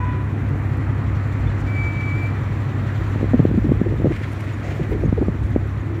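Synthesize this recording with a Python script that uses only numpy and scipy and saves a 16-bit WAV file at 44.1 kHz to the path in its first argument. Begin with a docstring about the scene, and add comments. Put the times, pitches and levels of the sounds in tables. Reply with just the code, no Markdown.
"""A busy road across open ground: shaped noise makes tyre roar, and a diesel idles on crank multiples.
At first a car horn's partials die away; then come faint chirps, rustles and a brake squealing on one mode.
Hiss pulses as a diesel clatters by, and a second brake tone whistles thinly.
In the second half two gusts buffet the microphone with flutter, gliding eddies and sharp pressure kicks.
A truck draws near as swelling noise, with a bright rush, a puff of air and at the end a climbing note."""
import sys
import numpy as np
from scipy import signal
from scipy.fft import rfft, irfft
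from scipy.io import wavfile

SR = 44100
rng = np.random.default_rng(int(sys.argv[2]) if len(sys.argv) > 2 else 0)


def generate_wav(sig):
    """Save sig (samples, or channels by samples) to the path in sys.argv[1] as 16-bit PCM at SR."""
    pcm = np.round(np.clip(np.atleast_2d(sig).T, -1, 1) * 32767).astype(np.int16)
    wavfile.write(sys.argv[1], SR, pcm)


N = 264600
TIME = np.arange(N) / SR


def from_db(db):
    """Amplitude ratio: twenty decibels are a factor of ten."""
    return 10 ** (np.asarray(db) / 20)


def rms_one(x):
    """Normalisation: mean power becomes 1."""
    return x / np.sqrt(np.mean(x ** 2) + 1e-20)


def in_time(rows):
    """Linear interpolation: each column of a curve at every sample."""
    s, *columns = np.transpose(rows)
    return [np.interp(TIME, s, c) for c in columns]


def drift(rate):
    """Low-passed noise: a smooth random wander of spread 1, about this many turns a second."""
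    step = 40  # the wander is computed at every 40th sample
    settling = 2000
    pole = np.exp(-2 * np.pi * rate * step / SR)
    white = rng.standard_normal(N // step + settling + 2)
    slow = signal.lfilter([1], [1, -2 * pole, pole * pole], white)[settling:]
    return np.interp(np.arange(N) / step, np.arange(len(slow)), rms_one(slow))


def noise(spectrum):
    """Spectral shaping: noise of a given colour, rms 1, falling steeply outside the listed range."""
    hz, db = np.transpose(spectrum)
    f = np.maximum(np.arange(N // 2 + 1) * SR / N, 1)
    low_skirt = 1 / (1 + (hz[0] / f / np.sqrt(2)) ** 4)
    high_skirt = 1 / (1 + (f / hz[-1] / np.sqrt(2)) ** 4)
    gain = from_db(np.interp(np.log(f), np.log(hz), db)) * low_skirt * high_skirt
    return rms_one(irfft(rfft(rng.standard_normal(N)) * gain, N))


def tone(hz):
    """Phase is the integral of frequency: a sine of rms 1 that follows a pitch curve."""
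    turns = np.cumsum(hz * np.ones(N)) / SR + rng.random()
    return np.sqrt(2) * np.sin(2 * np.pi * turns)


def coloured_swell(gain, spectrum, waver_db):
    """Amplitude modulation: noise of one colour at a wavering gain."""
    return gain * from_db(waver_db * drift(13.6)) * noise(spectrum)


def swell(start_s, attack_s, hold_s, release_db_per_s):
    """Envelope: a gain rises smoothly to 1, holds and decays exponentially."""
    age = TIME - start_s
    rise = np.sin(np.pi / 2 * np.clip(age / attack_s, 0, 1)) ** 2
    return rise * from_db(-release_db_per_s * np.maximum(age - attack_s - hold_s, 0))


def bell(centre_s, width_s):
    """Gaussian envelope: a gain rises to 1 at its centre and falls alike on both sides."""
    return np.exp(-((TIME - centre_s) / width_s) ** 2)


def shimmer(x, depth_db, count):
    """Turbulent scattering: moving air lets each narrow band swell and fade by itself."""
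    spectrum, out = rfft(x), 0
    log_hz = np.log(np.arange(len(spectrum)) * SR / N + 1)
    place = np.interp(log_hz, np.log([500, 16000]), [0, count - 1])
    for k in range(count):
        band = irfft(spectrum * np.maximum(1 - np.abs(place - k), 0), N)
        out = out + band * from_db(depth_db * drift(7.7))
    return rms_one(out)


# faint airy top, shared by the background and the leaf ticks: frequency_hz, relative_db_per_hz
AIR = [(8500, 3), (11000, -2.5), (13500, 1.5), (15500, -2.5)]


def airy_noise():
    """Broadband turbulence: noise in the top octave, rms 1."""
    return noise(AIR)


# two-note horn: partial_hz, level_db (before the horn's common level and fade)
HORN = [(994.5, -36), (1484, -49.5), (1873, -58), (1905, -52.5), (1983, -48.5), (2384, -54.5),
        (2477, -53.5), (2940, -64), (3483, -66)]
# echo of the released horn: time_s, fade_db
HORN_FADE = [(.02, 0), (.07, -2.5), (.11, -1.5), (.14, -5), (.19, -8.5), (.27, -17), (.35, -28), (.7, -60)]


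def horn(level_db, waver_db, wander):
    """Additive synthesis: reed partials fade together, each slightly blurred on its way through the air."""
    partials = 0
    for hz, db in HORN:
        blurred_hz = hz * (1 + wander * drift(30))
        partials = partials + from_db(db + waver_db * drift(24)) * tone(blurred_hz)
    return from_db(level_db + in_time(HORN_FADE)[0]) * partials


# loudness shared by the idling diesel and the rumble: time_s, relative_db
ENGINE_LOUDNESS = [(0, -1.5), (.6, -.5), (3.5, -1), (4.4, -5), (5.5, -2), (6, -4.5)]


def engine_gain():
    """Common envelope: the engines' loudness as a gain."""
    return from_db(in_time(ENGINE_LOUDNESS)[0])


# idling diesel: multiple of the crank rate, level_db (before the engine loudness)
ENGINE_ORDERS = [(6, -36), (11, -34), (12, -34.5), (13, -35.5), (15, -57.5), (18, -41), (24, -48),
                 (31, -63.5)]
CRANK_HZ = 11.13
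BOOM_ORDER = 9  # the strongest order, which booms in the exhaust pipe


def idling_diesel(boom_db, lurch, half_lurch, throb, speed_wander, waver_db, order_wander_hz):
    """Engine orders: tones sit on crank multiples, and uneven turning warbles the boom."""
    crank = CRANK_HZ * (1 + speed_wander * drift(1))
    uneven = crank * (1 + lurch * tone(crank) + half_lurch * tone(2 * crank))
    firing = tone(3 * crank)
    boom_gain = from_db(boom_db + waver_db * drift(2.5)) * (1 + throb * firing)
    exhaust = boom_gain * tone(BOOM_ORDER * uneven)
    for order, db in ENGINE_ORDERS:
        order_hz = order * crank + order_wander_hz * drift(1.44)
        exhaust = exhaust + from_db(db + waver_db * drift(2.7)) * tone(order_hz)
    return engine_gain() * exhaust


# colour of the rumble: frequency_hz, relative_db_per_hz
RUMBLE = [(37, -22.5), (42, -11.5), (52, -5), (65, 3), (100, -1.5), (150, -1), (180, -9), (270, -4.5),
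          (350, -11.5), (450, -19), (800, -30.5)]


def engine_rumble(level_db):
    """Incoherent sum: many engines together make low noise that follows the engine loudness."""
    return coloured_swell(from_db(level_db) * engine_gain(), RUMBLE, waver_db=1.54)


# vehicles going by: nearest_s, time to come or go by 3 dB (s; its sign is ignored),
# roar_db (before the common tyre lift), hiss_db
PASSES = [(1.1, 1.5, -42.5, -61.5), (2.0, 0.66, -42, -52.5), (3.07, 0.26, -41.5, -52),
          (4.35, 0.2, -48, -53.5), (5.43, -0.83, -50.5, -59)]
FAR_ROAR_DB, FAR_HISS_DB = -44, -59.5  # far traffic; the roar is before the common tyre lift


def traffic_gains():
    """Inverse-square law: each vehicle's power falls with distance squared, on top of far traffic."""
    roar_power, hiss_power = from_db(FAR_ROAR_DB) ** 2, from_db(FAR_HISS_DB) ** 2
    for s, width_s, roar_db, hiss_db in PASSES:
        nearness = 1 / (1 + ((TIME - s) / width_s) ** 2)
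        roar_power = roar_power + nearness * from_db(roar_db) ** 2
        hiss_power = hiss_power + nearness * from_db(hiss_db) ** 2
    return np.sqrt(roar_power), np.sqrt(hiss_power)


# colour of tyre roar: frequency_hz, relative_db_per_hz
TYRES = [(200, -10.5), (450, 2), (750, 0), (1000, 0), (1220, 1), (1600, -2), (1950, -0.5), (2200, -6),
         (2450, -7), (2800, -17.5), (4000, -37), (6000, -38.5)]
# colour of hiss: frequency_hz, relative_db_per_hz
HISS = [(1500, -4.5), (3000, 4), (3700, 0.5), (4300, -2.5), (5000, -10), (5800, -6.5), (6500, -10.5),
        (7300, -6.5), (8000, -16), (11000, -23.5), (14000, -19.5), (16000, -21)]
KNOCK_HZ, KNOCK_AT_S = 11.68, 2.003  # knock rate and the start of one knock
KNOCK_RISE_S, KNOCK_SPREAD_DB = .008, 2.0


def passing_vehicles(tyre_db, air_db, shimmer_db, knock_depth, knock_decay_s):
    """Periodic modulation: beside steady tyre roar, hiss pulses with a diesel's loudest cylinder."""
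    roar_gain, hiss_gain = traffic_gains()
    roar = roar_gain * from_db(tyre_db) * shimmer(noise(TYRES), shimmer_db, count=24)
    age = (TIME - KNOCK_AT_S) % (1 / KNOCK_HZ)
    knocks = (1 - np.exp(-age / KNOCK_RISE_S)) * np.exp(-age / knock_decay_s)
    knocks = knocks * from_db(KNOCK_SPREAD_DB * drift(7.2))
    pulses = rms_one(1 + knock_depth * knocks)
    hiss = hiss_gain * pulses * shimmer(noise(HISS), shimmer_db, count=24)
    air = from_db(air_db + shimmer_db * drift(10)) * airy_noise()
    return roar + hiss + air


# colour of the trucks' drone: frequency_hz, relative_db_per_hz
DRONE = [(250, -5.5), (300, 0), (345, -0.5), (400, -8.5), (470, -16.5)]


def truck_drone(far_db, near_db, rev_db):
    """Amplitude envelope: far drone grows as a truck draws near, then as it opens its throttle."""
    nearing = swell(start_s=3.98, attack_s=0.69, hold_s=0.99, release_db_per_s=25)
    throttle = swell(start_s=5.74, attack_s=0.24, hold_s=.1, release_db_per_s=20)
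    gain = from_db(far_db) + from_db(near_db) * nearing + from_db(rev_db) * throttle
    return coloured_swell(gain, DRONE, waver_db=4.0)


# gusts at the microphone: start_s, hold_s, flutter_db, slow_pressure_db
GUSTS = [(1.296, 0.38, -47.5, -29), (2.9, 0.25, -42.5, -33), (3.24, 0.69, -29.5, -29),
         (4.797, 0.32, -34, -28), (5.3, 0.15, -41, -29)]
GUST_ATTACK_S, GUST_RELEASE_DB_PER_S = 0.17, 90.5
CALM_FLUTTER_DB, CALM_SWAY_DB = -50.5, -52


def wind_gains():
    """Power addition: each gust swells over the calm in flutter and in slow pressure."""
    flutter, sway = from_db(CALM_FLUTTER_DB), from_db(CALM_SWAY_DB)
    for s, hold_s, flutter_db, sway_db in GUSTS:
        gust = swell(s, GUST_ATTACK_S, hold_s, GUST_RELEASE_DB_PER_S)
        flutter = np.hypot(flutter, from_db(flutter_db) * gust)
        sway = np.hypot(sway, from_db(sway_db) * gust)
    return flutter, sway


TYPICAL_EDDY_HZ, TYPICAL_EDDY_S = 250, .01
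WEAK_EDDIES_PER_S = 18
WEAK_EDDY_DB, WEAK_EDDY_SPREAD_DB = 8, 3.5  # above the flutter


def weak_eddies(flutter):
    """Random turbulence: rows of centre_s, peak_db, pitch_hz, length_s, glide_octaves follow the wind."""
    count = int(WEAK_EDDIES_PER_S * N / SR)
    when, strength, pitch, length, glide = rng.uniform(-1.2, 1, (count, 5)).T
    s = (np.arange(count) + .5 + .5 * when) / WEAK_EDDIES_PER_S
    wind_db = 20 * np.log10(np.interp(s, TIME, flutter))
    db = wind_db + WEAK_EDDY_DB + WEAK_EDDY_SPREAD_DB * strength
    hz = TYPICAL_EDDY_HZ * 2 ** (.5 * pitch)
    length_s = TYPICAL_EDDY_S * 2 ** length
    return list(zip(s, db, hz, length_s, .5 * glide))


# the strongest eddies: centre_s, peak_db, pitch_hz, length_s, glide (octaves over that length)
EDDIES = [(3.342, -10.5, 259.2, .012, -.2), (3.353, -11, 236, .015, -.5), (3.431, -16, 151, .009, 0),
          (3.494, -12.5, 120, .016, 0), (3.544, -13.5, 287.6, .012, 0), (3.584, -8.5, 229.7, .015, -.3),
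          (3.651, -11.5, 281.4, .014, -.2), (3.671, -14, 230, .014, -.2), (3.699, -9, 134.7, .017, .2),
          (3.717, -11.5, 235, 0.017, .2), (3.836, -13.5, 110, .014, -.3), (3.869, -15.5, 369, .016, .2),
          (3.925, -18, 302, 0.0085, 0), (4.058, -7, 310.5, 0.012, 0), (4.077, -11, 136, .012, -.5),
          (4.11, -16, 288, .024, -.4), (4.802, -18, 343, 0.013, -.2), (4.814, -10, 138, .011, 0),
          (4.923, -19.5, 392, .027, .3), (4.955, -20.5, 381, 0.023, -.2), (5.041, -14.5, 329, .013, -.4),
          (5.056, -10.5, 136, .016, -.3), (5.08, -12, 163, 0.008, 0), (5.184, -12.5, 442, 0.012, -.15),
          (5.221, -11, 303.7, .017, .25), (5.291, -10, 125.3, .013, 0.0044)]
# a ripple's level relative to its eddy's peak grows with pitch and shrinks with length
RIPPLE_DB, RIPPLE_DB_PER_OCTAVE, RIPPLE_LOSS_DB_PER_DOUBLING = -18, 7, 4.5


def eddies(flutter, ripple_hz, pitch_spread, ripple_spread):
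    """Vortex pressure: each eddy gives the port a few uneven, gliding swings and a faster ripple."""
    rows = EDDIES + weak_eddies(flutter)
    out, swing, fine = np.zeros(N), drift(144.0), drift(166.0)
    for (s, db, hz, length, glide), turns in zip(rows, rng.random((len(rows), 2))):
        near = np.abs(TIME - s) < 2 * length
        age = (TIME[near] - s) / length
        shape = np.exp(-(2 * age) ** 2)
        ripple_db = db + RIPPLE_DB + RIPPLE_DB_PER_OCTAVE * np.log2(hz / TYPICAL_EDDY_HZ)
        ripple_db -= RIPPLE_LOSS_DB_PER_DOUBLING * np.log2(length / TYPICAL_EDDY_S)
        main = (db, hz, pitch_spread * swing[near])
        ripple = (ripple_db, ripple_hz, ripple_spread * fine[near])
        for (peak_db, centre_hz, bend), turn in zip((main, ripple), turns):
            # taking out the mean bend keeps the eddy centred on its pitch
            pitch = centre_hz * 2 ** (glide * age) * (1 + bend - np.average(bend, weights=shape))
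            out[near] += from_db(peak_db) * shape * np.sin(2 * np.pi * (np.cumsum(pitch) / SR + turn))
    return out


# colour of the flutter: frequency_hz, relative_db_per_hz
FLUTTER = [(45, -4.5), (70, 4.5), (140, 9.5), (195, -9), (300, -2.5), (470, -8), (800, -39)]
# colour of the slow pressure: frequency_hz, relative_db_per_hz
SWAY = [(40, -10.5), (48, 3.5), (65, 2.5), (90, -11.5)]


def gusts(lumpy_db):
    """Turbulent pressure: lumpy flutter, slow pressure, eddies and kicks act on the microphone."""
    flutter, sway = wind_gains()
    lumps = flutter * from_db(lumpy_db * drift(28)) * noise(FLUTTER)
    slow_pressure = coloured_swell(sway, SWAY, waver_db=3.5)
    thumps = eddies(flutter, ripple_hz=538.4, pitch_spread=0.22, ripple_spread=0.262)
    return lumps + slow_pressure + thumps + kicks()


def leaves(size_spread_db, level_db, ticks_per_s, tick_s):
    """Random impulses: dry leaves tick in the breeze as uneven, short bursts of airy noise."""
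    sizes = from_db(size_spread_db * np.minimum(rng.exponential(1, N), 3))
    ticks = (rng.random(N) < ticks_per_s / SR) * sizes
    bursts = signal.lfilter([1], [1, -np.exp(-1 / (tick_s * SR))], ticks + 1e-18)
    return from_db(level_db) * rms_one(bursts) * airy_noise()


# bird chirps: centre_s, pitch_hz, level_db
CHIRPS = [(1.48, 3520, -47.5), (4.54, 6900, -54), (5.058, 6500, -57), (5.81, 6850, -62.5)]


def birds(length_s, wander):
    """Frequency jitter: short high tones sound slightly rough."""
    out = 0
    for s, hz, db in CHIRPS:
        out = out + from_db(db) * bell(s, length_s) * tone(hz * (1 + wander * drift(99)))
    return out


# rustles of leaves and grass: centre_s, level_db, band_centre_hz, length_s
RUSTLES = [(1.6, -56, 5970, 0.016), (1.87, -66, 12000, .05), (2.25, -61, 11000, 0.031),
           (3.102, -66, 9000, 0.035), (4.32, -60, 8000, 0.027), (4.41, -61, 9000, .018),
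           (4.77, -63, 11500, .018), (4.915, -57, 11500, .022), (5.455, -63, 7500, .025)]


def rustles(grain_db):
    """Many small contacts: brushing leaves and grass give grainy swells, each an octave wide."""
    out = np.zeros(N)
    grains = rng.standard_normal(N) * from_db(grain_db * drift(150))
    for s, db, hz, length_s in RUSTLES:
        edges = [hz / np.sqrt(2), hz * np.sqrt(2)]
        band = signal.butter(2, edges, "band", fs=SR, output="sos")
        out += from_db(db) * bell(s, length_s) * rms_one(signal.sosfilt(band, grains))
    return out


def rubbed_brake(gain, hz, overtones, waver_db):
    """Friction-driven vibration: a rubbed brake sings on one mode, with unsteady grip."""
    hz = hz * (1 + .0012 * drift(70))
    partials = sum(from_db(db) * tone(multiple * hz) for multiple, db in overtones)
    return gain * from_db(waver_db * drift(38)) * partials


# squeal, which sharpens as it lets go: time_s, pitch_hz, level_db
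SQUEAL = [(1.66, 2320, -56), (1.68, 2307, -39.5), (1.75, 2310, -36.5), (1.785, 2302, -30),
          (1.825, 2304, -31.5), (1.868, 2310, -30), (1.955, 2297, -37.5), (1.985, 2307, -33),
          (2.05, 2307, -33.5), (2.13, 2290, -33), (2.195, 2346, -38), (2.22, 2325, -34),
          (2.255, 2323, -31.5), (2.275, 2340, -40.5), (2.32, 2350, -47)]
# its overtones: multiple, relative_db
SQUEAL_TONES = [(1, 0), (2, -33.5), (3, -36)]


def brake_squeal(echo_db_per_s):
    """Self-sustained vibration: one brake squeals, and its echo decays exponentially."""
    hz, db = in_time(SQUEAL)
    echo_db = -echo_db_per_s * np.maximum(TIME - SQUEAL[-1][0], 0)
    gain = (TIME > SQUEAL[0][0]) * from_db(db + echo_db)
    return rubbed_brake(gain, hz, SQUEAL_TONES, waver_db=1.4)


# a thin, very high brake whistle, one row per squeeze: start_s, hold_s, level_db
WHISTLES = [(2.898, .12, -74.5), (3.32, .25, -73)]


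def brake_whistle(start_hz, sag_hz_per_s):
    """Single-mode vibration: two squeezes sound one slowly sinking whistle."""
    squeezes = 0
    for s, hold_s, db in WHISTLES:
        squeezes = squeezes + from_db(db) * swell(s, .08, hold_s, release_db_per_s=108)
    hz = start_hz - sag_hz_per_s * (TIME - WHISTLES[0][0])
    return rubbed_brake(squeezes, hz, [(1, 0)], waver_db=4.5)


# sharp kicks of air: centre_s, dip_db (before rebound and port), width_s, rebound_hz
KICKS = [(3.1586, -10, 0.0005, 220), (3.211, -10, 0.00054, 280), (3.2292, -3.5, 0.00049, 260),
         (3.2419, -6.5, .00045, 280), (3.335, -3.5, 0.00034, 260), (3.343, -0.5, 0.00052, 200),
         (3.394, 1, 0.00054, 150), (3.4008, 0.5, 0.00057, 149), (3.4523, 3, 0.00051, 280),
         (3.5125, -9, 0.00053, 180), (3.5762, -3.5, 0.00076, 200), (3.6434, -9.5, 0.00061, 259),
         (3.6926, -6.5, 0.0005, 170), (3.7187, -1.5, 0.00053, 230), (3.815, 1, 0.00063, 201),
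         (3.867, -10, 0.00045, 420), (3.94, -13, 0.00043, 300), (4.0003, -10, .0005, 240),
         (4.0195, -10, 0.00042, 340), (4.045, 0, .00051, 260), (4.0561, 1, 0.00049, 322),
         (4.07, -5, .00042, 260), (4.1194, -10.5, .00043, 278), (4.9135, -10, 0.0005, 380),
         (5.0361, -8, 0.00037, 320), (5.0589, -6, .00059, 200), (5.1267, -1.5, 0.00052, 147),
         (5.2146, -9, 0.00047, 300), (5.227, -7.5, 0.00031, 340), (5.2838, -2, 0.00046, 123),
         (5.5614, 2, 0.00044, 253)]
REBOUND_Q, PORT_CUT_HZ = 1.32, 900  # how long the air swings back; dullness of the microphone's port


def kicks():
    """Damped resonance: narrow pressure dips swing back as thumps or snaps, dulled by the port."""
    out = np.zeros(N)
    for s, db, width_s, rebound_hz in KICKS:
        near = np.abs(TIME - s) < .03
        dip = -from_db(db) / np.cosh((TIME[near] - s) / width_s)
        w = 2 * np.pi * rebound_hz
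        rebound = signal.bilinear([1, 0, 0], [1, w / REBOUND_Q, w * w], SR)
        out[near] += signal.lfilter(*rebound, dip)
    port = signal.butter(4, PORT_CUT_HZ, fs=SR, output="sos")
    return signal.sosfilt(port, out + 1e-18)


# colour of the rush: frequency_hz, relative_db_per_hz
RUSH = [(1900, 8.5), (2400, 5), (3200, -7.5), (5000, -13), (7300, -17.5), (8500, -20), (12500, -24.5),
        (15500, -35)]
# brief surges of the rush: centre_s, level_db
SURGES = [(4.127, -40.5), (4.165, -42.5), (4.238, -38.5), (4.495, -43.5), (4.715, -43), (4.84, -44),
          (4.93, -44)]
# colour of the surges, with the tyres' 2 kHz band: frequency_hz, relative_db_per_hz
SURGE_COLOUR = [(1500, 2.5), (2000, 9), (3000, -3.5), (5000, -18), (12000, -33)]


def bright_rush(level_db, length_s, grain_db):
    """Modulated broadband noise: the nearest vehicles' rush has duller surges and a rough grain."""
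    surges = sum(from_db(db) * bell(s, length_s) for s, db in SURGES)
    envelope = swell(start_s=4.05, attack_s=0.11, hold_s=0.37, release_db_per_s=22)
    rush = from_db(level_db) * envelope * noise(RUSH)
    return (rush + surges * noise(SURGE_COLOUR)) * from_db(grain_db * drift(120))


# colour of the puff: frequency_hz, relative_db_per_hz
PUFF = [(450, 9), (700, 4.5), (1100, -17), (2000, -2.5), (3000, -14), (5000, -23.5), (7200, -20.5),
        (8500, -35.5), (14000, -38)]


def air_puff(level_db):
    """Jet noise: a short puff of compressed air is a burst of shaped noise."""
    envelope = swell(start_s=4.615, attack_s=0.035, hold_s=0.054, release_db_per_s=56)
    return coloured_swell(from_db(level_db) * envelope, PUFF, waver_db=0.5)


# the truck's exhaust note: time_s, pitch_hz, level_db
REV_NOTE = [(5.8, 236, -50), (5.84, 262.7, -32), (5.89, 334.4, -39), (6, 329, -30.5)]


def revving_note(wander):
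    """Frequency modulation: the nearing truck's exhaust note climbs and steadies."""
    hz, db = in_time(REV_NOTE)
    return (TIME > REV_NOTE[0][0]) * from_db(db) * tone(hz * (1 + wander * drift(40.5)))


def scene():
    """Superposition: the pressures of road, signals and wind add."""
    road = idling_diesel(boom_db=-22.0, lurch=0.042, half_lurch=0.035, throb=0.21,
                         speed_wander=0.002105, waver_db=1.0, order_wander_hz=0.31)
    road = road + engine_rumble(level_db=-27)
    road = road + passing_vehicles(tyre_db=2.5, air_db=-70, shimmer_db=1.0171,
                                   knock_depth=1.0, knock_decay_s=0.018)
    road = road + truck_drone(far_db=-46.5, near_db=-44.5, rev_db=-38)
    road = road + bright_rush(level_db=-46.5, length_s=0.017, grain_db=2.5)
    road = road + air_puff(level_db=-36) + revving_note(wander=0.0256)
    signals = horn(level_db=3.0, waver_db=2.0, wander=.0013) + birds(length_s=0.0092, wander=0.021)
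    signals = signals + brake_squeal(echo_db_per_s=92) + brake_whistle(start_hz=13540, sag_hz_per_s=130)
    wind = gusts(lumpy_db=4.2) + rustles(grain_db=4.5)
    wind = wind + leaves(size_spread_db=3.5, level_db=-75, ticks_per_s=25, tick_s=.003)
    return (road + signals + wind)[None, :]


def record(dry):
    """Band limiting and saturation: bass and top are cut, peaks rounded, and the ends faded."""
    bass_cut = signal.butter(3, 30, "high", fs=SR, output="sos")
    thinned = signal.sosfilt(bass_cut, dry)
    rounded = thinned / (1 + thinned ** 8) ** (1 / 8)
    from_nearest_end = np.minimum(TIME, TIME[-1] - TIME)
    ends = np.sin(np.pi / 2 * np.minimum(from_nearest_end / .004, 1)) ** 2
    top_cut = signal.ellip(12, .1, 90, 15750, fs=SR, output="sos")
    return signal.sosfilt(top_cut, rounded * ends)


dry = scene()
out = record(dry)
generate_wav(out)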